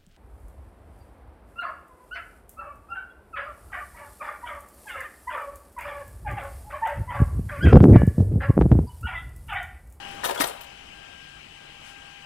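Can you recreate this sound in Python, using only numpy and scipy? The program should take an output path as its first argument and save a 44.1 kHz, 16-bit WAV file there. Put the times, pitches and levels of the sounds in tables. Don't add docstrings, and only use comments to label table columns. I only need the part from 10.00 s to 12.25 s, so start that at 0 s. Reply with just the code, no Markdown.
import sys
import numpy as np
from scipy import signal
from scipy.fft import rfft, irfft
from scipy.io import wavfile
from scipy.ndimage import uniform_filter1d

SR = 44100
rng = np.random.default_rng(int(sys.argv[2]) if len(sys.argv) > 2 else 0)


def unload_audio(sound):
    columns = np.transpose(np.atleast_2d(sound))
    steps = np.round(np.clip(columns, -1, 1) * 32767)
    wavfile.write(sys.argv[1], SR, steps.astype(np.int16))


def boost(x):
    u = np.asarray(x, float) / 20
    return 10 ** u


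N = 99225
RISE_S = .0013


def evened(x):
    return x / np.sqrt(np.mean(x ** 2) + 1e-20)


def read(points, hz):
    f, value = np.transpose(points)
    return np.interp(np.log(hz + 1), np.log(f + 1), value)


def along(table, column):
    rows = np.array(table)
    return np.interp(np.arange(N) / SR, rows[:, 0], rows[:, column])


def add(mix, s, sound):
    part = mix[..., round(s * SR):][..., :sound.shape[-1]]
    part += sound[..., :part.shape[-1]]


def coloured(x, points):
    return irfft(rfft(x) * boost(read(points, np.fft.rfftfreq(N, 1 / SR))), N)


def ring(hz, t60, size=9000):
    t = np.arange(size) / SR
    return boost(-60 * t / t60) * np.sin(2 * np.pi * hz * t)


# pitch in Hz, left over right in dB.
HUM_LR = [(60, 0.5), (130, 0.98), (290, 1.5), (640, 7.3), (1410, 11.5), (3100, 11.4), (6820, 29),
          (15000, 51)]
CLACK_LR = [(60, 2), (130, 9), (290, -3), (640, 8.5), (1410, 6.5), (3100, 5.5), (6820, 19), (15000, 39)]
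# pitch in Hz, likeness from 0 to 1.
HUM_SAME = [(350, .99), (700, .8), (1500, .6), (3000, .45), (8000, .6)]
CLACK_SAME = [(400, .99), (650, .7), (900, .45), (3000, .4), (8000, .5)]


def ports(pair, balance, same):
    lag_s, cup_rad, cup_hz = .000535, 1.1, 650
    hz = np.fft.rfftfreq(N, 1 / SR)
    left, own = rfft(pair)
    alike = np.clip(read(same, hz), 0, 1)
    cup_turn = cup_rad * hz ** 2 / (hz ** 2 + cup_hz ** 2)
    late = np.exp(-1j * (2 * np.pi * hz * lag_s + cup_turn))
    right_gain = boost(-read(balance, hz))
    right = right_gain * (alike * late * left + np.sqrt(1 - alike ** 2) * own)
    return irfft(np.array([left, right]) * 2 / np.sqrt(1 + right_gain ** 2), N)


# pitch in Hz, level in dB per Hz.
ROAR = [(22, -9), (85, -9), (200, -6), (480, -11.5), (2050, -9.5), (3480, -12), (8270, -24), (15700, -40)]
# pitch in Hz, width in Hz, level in dB.
DUCT = [(49.6, 10, -57.5), (780, 530, -56), (2651, 960, -48), (2968, 230, -51), (3193, 150, -56.5),
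        (8100, 330, -70)]
# time in seconds, added level in dB.
NEAR = [(0, 8.5), (.1, 8.5), (.22, 8.5), (.5, 3), (.7, 2.5), (1., 2), (1.5, 1), (1.902, 2), (2.25, 1.5)]
# pitch in Hz, share of the nearness (1 is all of it).
NEAR_SHARE = [(60, 0.79), (300, 1.04), (900, 1.56), (3000, 0.62), (9000, 1.03)]


def roar():
    roar_db, patch_db = -47.5, 1.31
    frames, hz = N // 256 + 5, np.fft.rfftfreq(1024, 1 / SR)
    a, b, c, d, patches = rng.standard_normal((frames, 513, 5)).T
    patches = evened(uniform_filter1d(uniform_filter1d(patches, 12, 0), 8, 1))
    bed = boost(read(ROAR, hz)) ** 2
    power = boost(roar_db) ** 2 * bed / bed.sum()
    for f, width, db in DUCT:
        hump = 1 / (1 + (2 * (hz - f) / width) ** 2) ** 3
        power = power + boost(db) ** 2 * hump / hump.sum()
    near_db = np.interp(np.arange(frames) * 256 / SR, *np.transpose(NEAR))
    near_db = near_db * read(NEAR_SHARE, hz)[:, None]
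    noise = np.array([a + 1j * b, c + 1j * d])
    z = noise * np.sqrt(power)[:, None] * boost(near_db + patch_db * patches)
    return signal.istft(z, nperseg=1024, noverlap=768)[1][:, :N]


# time in seconds, tone in dB, octave at the left in dB, octave at the right in dB.
WHINE = [(0, -41.5, -47, -57), (.22, -43, -45, -54), (.6, -49.5, -55, -64), (.73, -56, -52, -73),
         (.87, -58, -60, -76), (.95, -54.5, -48, -58), (1.23, -68, -46, -68), (1.31, -70, -49, -73),
         (1.36, -61, -46.5, -72), (1.47, -63, -63, -79), (1.53, -59, -62, -63), (1.6, -60, -49.5, -58),
         (1.76, -56.5, -61, -54.5), (1.83, -57.5, -52.5, -59), (1.95, -53, -47.5, -65),
         (2.03, -53, -47.5, -67), (2.11, -54.5, -51, -65), (2.25, -56, -54, -58)]
# multiple of the motor pitch, level in dB.
OVERTONES = [(1.7, -16.), (4, -5.), (6.348, -12.), (9.81, -21.), (9.979, -19.), (10.06, -18.),
             (10.237, -16.)]


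def whine():
    whine_hz, wander_hz = 798.2, 1.373
    sides = boost(np.array([[0], [-8.0]]))
    wander = evened(uniform_filter1d(rng.standard_normal(N), 4000))
    turn = 2 * np.pi * np.cumsum(whine_hz + wander_hz * wander) / SR
    tone = boost(along(WHINE, column=1)) * np.sin(turn)
    octave_db = np.array([along(WHINE, column=2), along(WHINE, column=3)])
    octave = boost(octave_db + wander) * np.sin(2 * turn)
    rest = np.zeros(N)
    for i, (multiple, db) in enumerate(OVERTONES):
        waver_db = 5.8 * np.roll(wander, 9000 * i)
        rest += boost(db - 62.5 + waver_db) * np.sin(multiple * turn)
    return (tone + rest) * sides + octave


# time in seconds, added level in dB.
THROB = [(.9, -15), (1.19, -15), (1.23, 2.5), (1.43, 2.5), (1.49, -14), (1.6, 0.5), (1.82, 0), (1.88, -1),
         (2.02, -3), (2.11, 2.5), (2.17, -3), (2.25, 6.5)]


def blower():
    blower_db, middle_s, hz_there, hz_per_s = -61, 1.2, 142, 11
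    t = np.arange(N) / SR - middle_s
    turn = 2 * np.pi * np.cumsum(hz_there + hz_per_s * t) / SR
    return boost(blower_db + along(THROB, column=1)) * np.sin(turn)


def rattle(decay_s):
    t = np.arange(1800) / SR
    grit = rng.standard_normal((2, 1800))
    grit = grit * boost(1.5 * rng.exponential(1, 1800))
    return grit / np.sqrt(np.mean(grit ** 2)) * np.minimum(t / RISE_S, 1) * np.exp(-t / decay_s)


# start in seconds, level in dB.
TICKS = [(0.087, -35), (0.112, -32), (0.1514, -53), (0.568, -39), (0.5934, -46), (0.6074, -31),
         (0.611, -31), (0.62, -41), (0.6338, -33), (0.6432, -35)]


def ticks():
    out = np.zeros((2, N))
    for s, db in TICKS:
        add(out, s, boost(db - 1.0) * rattle(decay_s=.0038))
    return out


# start in seconds, pitch in Hz, level in dB.
PINGS = [(.143, 15100, -55), (.145, 10600, -53), (.210, 10900, -59), (.2315, 3870, -40), (.243, 3750, -34),
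         (.244, 9410, -40), (.245, 10500, -48), (.248, 12800, -31), (.249, 8100, -32), (.250, 15110, -35),
         (.261, 5905, -35), (.2715, 13340, -32), (.292, 3820, -42), (.303, 5190, -44), (.304, 8800, -44),
         (.361, 10700, -58), (.3765, 3350, -30), (.389, 9360, -41), (.390, 3480, -38.5), (.401, 285, -20),
         (.405, 147.4, -41), (.435, 150, -37), (.404, 5100, -34), (.405, 5795, -28), (.405, 8730, -26),
         (.406, 11900, -26), (.411, 8260, -27), (.414, 10720, -27.5), (.415, 10100, -26),
         (.415, 12800, -29), (.420, 13370, -31), (.423, 15000, -33), (.439, 4990, -37), (.439, 3770, -43),
         (.440, 6040, -38), (.441, 12400, -43), (.452, 12300, -36), (.454, 13200, -38), (.466, 10200, -41),
         (.469, 8860, -36), (.471, 7900, -38), (.471, 8200, -34), (.473, 10300, -35), (.473, 13000, -36),
         (.487, 8900, -40), (.495, 10090, -49), (.570, 3850, -47), (.612, 13600, -41.5), (.646, 13400, -55)]


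def pings():
    ping_t60, buzz_depth, choke_s = .1, .4, .026
    out, t = np.zeros((2, N)), np.arange(5000) / SR
    shape = np.minimum(t / RISE_S, 1) * np.exp(-(t / choke_s) ** 4)
    for s, hz, db in PINGS:
        waver = uniform_filter1d(uniform_filter1d(rng.standard_normal((2, 5000)), 90), 90)
        buzz = 1 + buzz_depth * evened(waver) * (hz > 1000)
        add(out, s, boost(db) * buzz * ring(hz, ping_t60, size=5000) * shape)
    return out


# time in seconds, level in dB.
CHATTER = [(.228, -65), (.241, -30), (.252, -24), (.28, -31.5), (.297, -27.5), (.31, -27.5), (.342, -49),
           (.349, -26.5), (.372, -44), (.378, -34), (.394, -36), (.405, -18), (.413, -17), (.432, -29.5),
           (.443, -18.5), (.452, -35), (.50, -37), (.54, -77)]


def chatter():
    clumps_db = 2.5 * evened(uniform_filter1d(rng.standard_normal(N), 150))
    moving = np.arange(N) < .6 * SR
    return boost(along(CHATTER, column=1) + clumps_db) * rng.standard_normal((2, N)) * moving


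FRAME_HZ = [436.6, 561, 650, 731, 817.5, 935, 998, 1239, 1383, 1516, 1671, 1858, 2110, 2840]


def frame_ring(blow, hz):
    t60_at_1khz, damping, reach_octaves = .07, .4, .6
    body = np.zeros(5000)
    for f in FRAME_HZ * rng.uniform(.97, 1.03, len(FRAME_HZ)):
        strength_db = -6 * (np.log2(f / hz) / reach_octaves) ** 2
        body += boost(strength_db) * ring(f, t60_at_1khz * (f / 1000) ** -damping, size=5000)
    rung = signal.fftconvolve(blow, body[None], axes=1)
    return rung / np.sqrt(np.mean(rung[:, :900] ** 2, 1, keepdims=True))


STEEL_HZ = [3820, 4400, 4900, 5740, 5990, 7180, 8000, 8770, 9450, 10100, 10720, 12740, 13370, 15120]


def steel_slide(crack):
    steel = sum(ring(f, t60=.054, size=3000) for f in STEEL_HZ)
    return signal.oaconvolve(crack, steel[None] / np.linalg.norm(steel), axes=1)[:, :N]


# start in seconds, crack in dB, frame in dB, frame pitch in Hz.
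CLACKS = [(0.2343, -27, -29, 1420), (.241, -16, -28, 1580), (.247, -15.5, -37, 940),
          (.258, -36, -26.5, 780), (.271, -52, -36.5, 650), (.287, -55, -28.5, 740),
          (.295, -35, -24.5, 1000), (.307, -56, -27.5, 480), (.317, -52, -34.5, 426), (.346, -49, -39, 940),
          (.359, -61, -32.5, 1090), (.376, -26.5, -37, 780), (.388, -51, -30.5, 890), (.400, -20, -63, 830),
          (0.407, -12.5, -27, 1320), (.416, -16.5, -24.5, 1580), (.436, -37, -28.5, 870),
          (.441, -21, -31.5, 1040), (.468, -27, -42, 910), (.484, -45, -39, 830), (.496, -31, -37, 540),
          (.536, -51, -52, 810)]
# pitch in Hz, level in dB per Hz.
CRACK = [(300, -28), (600, -12), (1700, -17), (3200, -14.5), (5500, -21.5), (10400, -20), (15700, -26)]


def clacks():
    crack, frame = np.zeros((2, N)), np.zeros((2, N))
    for s, crack_db, frame_db, hz in CLACKS:
        blow = rattle(decay_s=.006)
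        add(crack, s, boost(crack_db + 0.5) * blow)
        add(frame, s, boost(frame_db - 4.5) * frame_ring(blow, hz))
    crack = crack + ticks() + chatter()
    crack = boost(10.0) * coloured(crack, CRACK)
    frame = coloured(frame, [(150, -26), (400, 0)])
    return boost(-0.5) * crack + boost(-9.5) * steel_slide(crack) + frame


def slam():
    slam_s, slam_db, slam_hz = .4082, -13, 1300
    u = 2 * np.pi * slam_hz * (np.arange(N) / SR - slam_s)
    return boost(slam_db) * (1 - u ** 2) * np.exp(-u ** 2 / 2) * np.ones((2, 1))


# pitch in Hz, time to fall 60 dB in seconds.
SHOP = [(250, 0.29), (700, 0.78), (2000, 0.44), (6000, 0.4), (15000, 0.4)]


def shop(x):
    taps = np.zeros((2, SR))
    at = np.arange(300, SR - 20, 20) + rng.integers(0, 20, (2, (SR - 301) // 20))
    np.put_along_axis(taps, at, rng.choice([-1., 1.], at.shape), 1)
    hz, t, z = signal.stft(taps, SR, nperseg=256)
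    fading = boost(-60 * t / read(SHOP, hz)[:, None])
    tail = signal.istft(z * fading, SR, nperseg=256)[1]
    return signal.fftconvolve(x[:1], tail / np.linalg.norm(tail[0]), axes=1)[:, :N]


# start in seconds, level in dB, pitch in Hz.
FINGER = [(1.392, -39, 1400), (1.697, -39, 800), (1.769, -40, 1100), (1.818, -36, 1100), (1.575, -46, 900)]


def finger():
    out = np.zeros((2, N))
    sides = np.array([[.1], [1]])
    for s, db, hz in FINGER:
        add(out, s, boost(db) * ring(hz, t60=.005, size=400) * sides)
    return out


# pitch in Hz, level in dB.
PUFF = [(500, -29), (1500, 10), (4000, -3), (9000, -4.5), (15000, -19)]


def puff():
    puff_s, rise_s, fall_s, puff_db = 1.885, .06, .045, -52.5
    t = np.arange(N) / SR - puff_s
    shape = np.exp(-(t / np.where(t < 0, rise_s, fall_s)) ** 2)
    return boost(puff_db) * shape * evened(coloured(rng.standard_normal((2, N)), PUFF))


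def scene():
    blows = clacks() + slam()
    rings = boost(-3.5) * pings()
    echo = boost(-10.5) * shop(blows + boost(-10) * rings)
    hits = blows + rings + echo
    hum = boost(-5.5) * roar() + puff()
    heard = ports(hits, CLACK_LR, CLACK_SAME) + ports(hum, HUM_LR, HUM_SAME)
    return heard + whine() + finger() + blower()


def top_cut(x):
    return signal.sosfilt(signal.butter(12, 15850, fs=SR, output="sos"), x)


def record(dry):
    edge_hz = 15800
    lowpass = signal.firwin(401, edge_hz, window=("kaiser", 9), fs=SR)
    limited = signal.oaconvolve(dry, lowpass[None], "same")
    return top_cut(limited)


dry = scene()
out = record(dry)
unload_audio(out)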